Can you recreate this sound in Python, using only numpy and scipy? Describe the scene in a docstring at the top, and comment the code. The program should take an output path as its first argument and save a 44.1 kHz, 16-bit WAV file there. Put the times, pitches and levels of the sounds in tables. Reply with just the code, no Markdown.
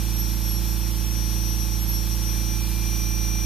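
"""A thin, close whine sags and flares as an air-driven rotary carver works wood, over a compressor's throb.
The turbine is a wandering sine plus its octave, and the compressor a stack of harmonics with clattering valves.
Exhaust air is filtered noise, wide in the treble; a faint whistle fades early and grows again near the end.
Short noise rasps are the burr scraping wood, and low filtered noise is the rumble of the workshop."""
import sys
import numpy as np
from scipy import signal
from scipy.fft import rfft, irfft
from scipy.io import wavfile
from scipy.ndimage import uniform_filter1d, map_coordinates

SR = 44100
rng = np.random.default_rng(int(sys.argv[2]) if len(sys.argv) > 2 else 0)


def int16_out(signal):
    """Quantize to a 16-bit WAV file."""
    q = np.round(np.clip(np.atleast_2d(signal).T, -1, 1) * 32767)
    wavfile.write(sys.argv[1], SR, q.astype(np.int16))


N = 152145
T = np.arange(N) / SR  # time in s
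SHAFT_HZ = 28.152  # compressor turns per second


def undb(db):
    """Decibels to gain."""
    return 10 ** (np.asarray(db) / 20)


def curve(rows):
    """Join (time, value) rows by straight lines."""
    return np.interp(T, *np.array(rows).T)


def at(rows, hz, axis=1):
    """Read a column of a table on a log-frequency axis."""
    rows = np.array(rows)
    return np.interp(np.log(hz + 1e-9), np.log(rows[:, 0]), rows[:, axis])


def colour(x, rows):
    """Filter a sound by a table of frequency and gain, then bring it to unit rms."""
    gain = undb(at(rows, np.fft.rfftfreq(N, 1 / SR)))
    y = irfft(rfft(x) * gain, N)
    return y / y.std()


def walk(rate):
    """Smooth random drift of unit spread; rate is in fresh random steps per second."""
    size = max(int(SR / rate), 1)
    steps = np.repeat(rng.standard_normal(N // size + 2), size)
    y = uniform_filter1d(uniform_filter1d(steps, size), size)[:N]
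    return y / y.std()


def turn(hz):
    """Phase in radians of something that turns at this rate."""
    return 2 * np.pi * np.cumsum(hz) / SR


def pan(db):
    """Left and right gains from left minus right dB, at equal total power."""
    gains = undb(np.array([np.atleast_1d(db), -np.atleast_1d(db)]) / 2)
    return gains / np.sqrt(np.mean(gains ** 2, axis=0))


def turbine():
    """The spinning burr sounds its turn rate and the octave; reflections shift the phase between the sides."""
    # turbine speed before jitter: (time [s], turns per second [Hz])
    speed = [(0, 5787), (.13, 5790), (.23, 5721), (.37, 5753), (.44, 5738), (.51, 5668), (.56, 5670),
             (.68, 5733), (.8, 5721), (1.02, 5784), (1.5, 5807), (1.67, 5761), (1.79, 5786), (1.88, 5739),
             (1.96, 5679), (2.1, 5757), (2.3, 5805), (2.95, 5829), (3.45, 5827)]
    # whine before trim, dips and roughness: (time [s], level [dB])
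    whine_level = [(0.0, -36.8), (0.04, -40.8), (0.15, -36.9), (0.23, -35.1), (0.41, -40.0), (0.46, -34.2),
                   (0.52, -38.0), (0.58, -34.9), (0.6, -40.3), (0.7, -36.9), (0.79, -40.5), (0.85, -36.0),
                   (0.92, -40.5), (1.12, -34.8), (1.32, -35.8), (1.53, -33.0), (1.57, -36.2), (1.61, -32.4),
                   (1.68, -38.4), (1.74, -33.4), (1.83, -39.7), (1.94, -34.5), (1.96, -31.9), (2.08, -39.3),
                   (2.14, -31.1), (2.16, -38.2), (2.27, -32.2), (2.39, -35.4), (2.52, -33.9), (2.7, -40.2),
                   (2.95, -34.1), (3.44, -32.9)]
    # place of the whine as the hand moves, narrowed in swirls: (time [s], left minus right [dB])
    whine_place = [(0.0, 6.0), (0.1, 23), (0.19, -19), (0.24, 11), (0.59, -1.0), (0.63, 21), (0.75, 2.5),
                   (0.82, 19), (0.9, -3.5), (0.99, 11), (1.03, 4), (1.22, 20), (1.84, 4), (1.88, -11),
                   (2.0, 10), (2.4, 14), (2.58, -1.5), (2.71, 23), (2.95, 1), (3.45, 4)]
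    # octave, flaring as the burr bites, before trim and roughness: (time [s], level [dB])
    octave_level = [(0, -48), (.1, -51), (.16, -41), (.21, -30), (.25, -48), (.35, -42), (.42, -42),
                    (.48, -35), (.55, -36.5), (.61, -50), (.68, -42), (.9, -48), (1.4, -47.5), (1.62, -42),
                    (1.75, -53), (1.83, -31.5), (1.86, -55.5), (1.89, -32), (1.95, -34), (2.0, -45),
                    (2.2, -44.5), (2.7, -52), (3.0, -43.5), (3.45, -55)]
    # moments when the whine dips and falls out of phase between the sides: (time [s], length [s])
    swirls = [(.05, .02), (.145, .027), (.355, .017), (.79, .012), (.94, .03), (1.09, .05), (1.57, .015),
              (1.82, .028), (1.91, .008), (2.08, .012), (2.16, .016), (2.23, .013), (2.66, .06)]
    whine_trim_db, octave_trim_db, octave_pan_db = 2.5, 3.5, 3.5
    whine_lag_rad, octave_lead_rad, swirl_rad = 0.94, 0.77, 2.18  # right side against left
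    jitter, whine_rough_db, octave_rough_db, swirl_dip_db = 0.00014, 0.83, 2.06, 2.5

    rotor = turn(curve(speed) * (1 + jitter * walk(150)))
    swirl = sum(np.exp(-((T - s) / length) ** 2) for s, length in swirls)

    whine_phase = (whine_lag_rad + swirl_rad * swirl) * np.array([[0], [-1]])
    level_db = curve(whine_level) + whine_trim_db - swirl_dip_db * swirl + whine_rough_db * walk(200)
    whine_sides = pan(curve(whine_place) * (1 - swirl / 2))
    whine = undb(level_db) * whine_sides * np.sin(rotor + whine_phase)

    octave_phase = octave_lead_rad * np.array([[0], [1]])
    octave_db = curve(octave_level) + octave_trim_db + octave_rough_db * walk(120)
    octave = undb(octave_db) * pan(octave_pan_db) * np.sin(2 * rotor + octave_phase)
    return whine + octave


def scrapes():
    """The burr scrapes the grain: short soft rasps of wood-coloured noise."""
    # each rasp: (time [s], length [s], level [dB])
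    rasps = [(.87, .035, -49.5), (.99, .02, -55), (2.33, .04, -54)]
    # tone of the wood: (frequency [Hz], relative level [dB])
    wood = [(600, -9), (900, -11), (1400, 5), (1800, 6), (2250, 12), (3000, -4), (6000, -30)]
    swell = sum(undb(db) * np.exp(-((T - s) / length) ** 2) for s, length, db in rasps)
    return swell * colour(rng.standard_normal(N), wood)


def compressor():
    """Two unequal strokes a turn throb through a low resonance; the valves clatter alike on every turn."""
    # compressor tones before trim and flutter: (multiple of the shaft rate [1], level [dB])
    tones = [(1, -59), (2, -20.5), (3, -54), (4, -31.5), (5, -58), (6, -36), (7, -39.5), (8, -45.5),
             (9, -48), (10, -59.5), (11, -43), (12, -41.5), (13, -61.5), (14, -56), (15, -62.0),
             (16, -68.5), (17, -81), (18, -61.5), (19, -54.5), (20, -77.9), (21, -67), (22, -62),
             (23, -66.5), (24, -66.0), (25, -73.5), (26, -71.5), (27, -60.5), (28, -61), (29, -63.5),
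             (30, -54), (31, -54.5), (32, -61.5), (33, -55.5), (34, -77.3), (35, -60), (36, -60), (37, -62),
             (38, -72), (39, -57), (40, -63.5)]
    # where they are heard: (frequency [Hz], left minus right [dB], left lead [rad])
    tone_place = [(56, -11.5, 0.59), (112, -7.6, 0.62), (172, -4, 0.69), (231, -5, 0.23), (340, -1.5, 0.64),
                  (546, -.6, 0), (840, -1.5, 0.38), (1090, -0.5, 0.57)]
    # tone of the valves: (frequency [Hz], relative level [dB])
    valve_tone = [(900, -25), (1150, -5), (1400, -1), (1800, -4), (2300, -3.5), (3500, -14.5)]
    boom_hz, boom_width_hz, odd_lag_rad = 205, 28, .8
    scatter_hz = 382  # the room scatters the phases of tones above this
    shaft_wander, flutter_db, trim_db, clatter_db = 0.000493, 0.78, -0.32, -52

    shaft = turn(SHAFT_HZ * (1 + shaft_wander * walk(4.045)))
    throb = 0
    for k, (_, db) in enumerate(tones, 1):
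        hz = k * SHAFT_HZ
        boom_lag = np.arctan2(boom_width_hz * hz, boom_hz ** 2 - hz ** 2)
        lag = boom_lag + odd_lag_rad * (k % 2)  # odd multiples make the strokes unequal
        lag = lag + (hz > scatter_hz) * rng.uniform(0, 2 * np.pi)
        lead = at(tone_place, hz, axis=2) * np.array([[1], [0]])
        flutter = flutter_db * min(hz / scatter_hz, 1) * walk(11)
        sides = pan(at(tone_place, hz))
        throb = throb - undb(trim_db + db + flutter) * sides * np.cos(k * shaft - lag + lead)

    # one turn of noise, read again and again at the shaft's pace
    one_turn = rng.standard_normal(int(SR / SHAFT_HZ))
    position = shaft / (2 * np.pi) * len(one_turn)
    clatter = map_coordinates(one_turn, [position], mode="grid-wrap", order=1)
    return throb + undb(clatter_db) * colour(clatter, valve_tone)


def exhaust():
    """Spent air hisses from the handpiece, rippled by nearby surfaces and wide in the treble."""
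    # tone of the air: (frequency [Hz], relative level [dB])
    air_tone = [(500, -12), (900, -6.5), (1300, -4.5), (2050, -5.5), (2450, 1.5), (2900, -1.5), (3400, 1.5),
                (3800, -0.5), (4050, 3.5), (4350, 3.5), (4650, -2.5), (4880, 4.5), (5150, -2), (6200, -0.5),
                (6800, -0.5), (7300, 0.5), (7550, -5), (8500, 0), (9200, 1.5), (9700, -1), (10400, 2.5),
                (11100, 1), (11800, 2), (12200, 6), (12800, 3.5), (13450, -2), (13900, 6), (14130, 0)]
    # air before its slow drift: (time [s], level [dB])
    air_level = [(0, -35.5), (.9, -35.5), (1.75, -35.5), (2.4, -35), (3.45, -36)]
    # air at the two sides: (frequency [Hz], likeness [0-1], left minus right [dB], right lead [rad])
    air_image = [(600, 1, 2, 0), (1200, 1, -3, 0), (2600, 1, -0.5, 0), (3830, 1, 0, 0),
                 (4400, 0.77, -3, 0.85), (5100, 0.37, -5, 1.3), (5550, 0.53, -2, 0.54), (7160, 0.1, 0, 2.4),
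                 (8100, 0.3, 2, 0.67), (9500, 0.56, 0, 0.24), (10000, 0.3, 1, 1.3), (12200, 0.6, 1, 0.86),
                 (14000, .68, 2, 0.9)]
    ripple_db, ripple_hz, drift_db = 1.57, 59.98, 0.4

    hz = np.fft.rfftfreq(N, 1 / SR)
    sides = np.array([[1], [-1]])
    mid = rfft(colour(rng.standard_normal(N), air_tone))
    side = rfft(colour(rng.standard_normal(N), air_tone))

    # more side noise makes left and right less alike
    like = np.clip(at(air_image, hz), 0, .99)
    both = mid * np.sqrt((1 + like) / 2) + side * np.sqrt((1 - like) / 2) * sides
    place = pan(at(air_image, hz, axis=2)) * np.exp(-.5j * sides * at(air_image, hz, axis=3))

    # random peaks and dips along the frequency axis
    bumps = map_coordinates(rng.standard_normal(size=1024), [hz / ripple_hz], mode="mirror")
    hiss = irfft(both * place * undb(ripple_db * bumps), N)
    return hiss * undb(curve(air_level) + drift_db * walk(15))


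def whistle():
    """A thin, slightly unsteady sine pulses at the compressor's nominal turn rate."""
    # whistle before its unsteadiness and pulse: (time [s], level [dB])
    whistle_level = [(0, -54), (2.05, -68), (2.35, -49.5), (2.65, -46), (3.1, -44.5), (3.45, -43)]
    whistle_hz, pitch_wander, waver_db, pulse_depth = 2381.5, 0.00029, 0.99, .22
    pulse = 1 + pulse_depth * np.sin(2 * np.pi * SHAFT_HZ * T)
    loudness = undb(curve(whistle_level) + waver_db * walk(30.1))
    tone = np.sin(turn(whistle_hz * (1 + pitch_wander * walk(38.3))))
    return loudness * pulse * tone


def rumble():
    """The workshop rumbles low: noise mostly shared by both sides, with a little of its own on each."""
    # tone of the room: (frequency [Hz], relative level [dB])
    room_tone = [(15, 0), (35, 0.5), (80, -1.5), (150, -3), (260, -7), (340, -16.5), (460, -12),
                 (650, -24.5), (1200, -31.5)]
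    room_db, room_width = -43, 0.45
    shared, apart = rng.standard_normal(N), rng.standard_normal((2, N))
    return undb(room_db) * colour(shared + room_width * apart, room_tone) * pan(-0.5)


def scene():
    """Carver, wood, compressor, air and workshop sound together."""
    return turbine() + scrapes() + compressor() + exhaust() + whistle() + rumble()


def record(dry):
    """The recorder cuts the top with a steep elliptic low-pass."""
    top_hz = 14230
    low_pass = signal.ellip(16, .1, 90, top_hz, fs=SR, output="sos")  # order, ripple dB, rejection dB
    return signal.sosfilt(low_pass, dry)


dry = scene()
out = record(dry)
int16_out(out)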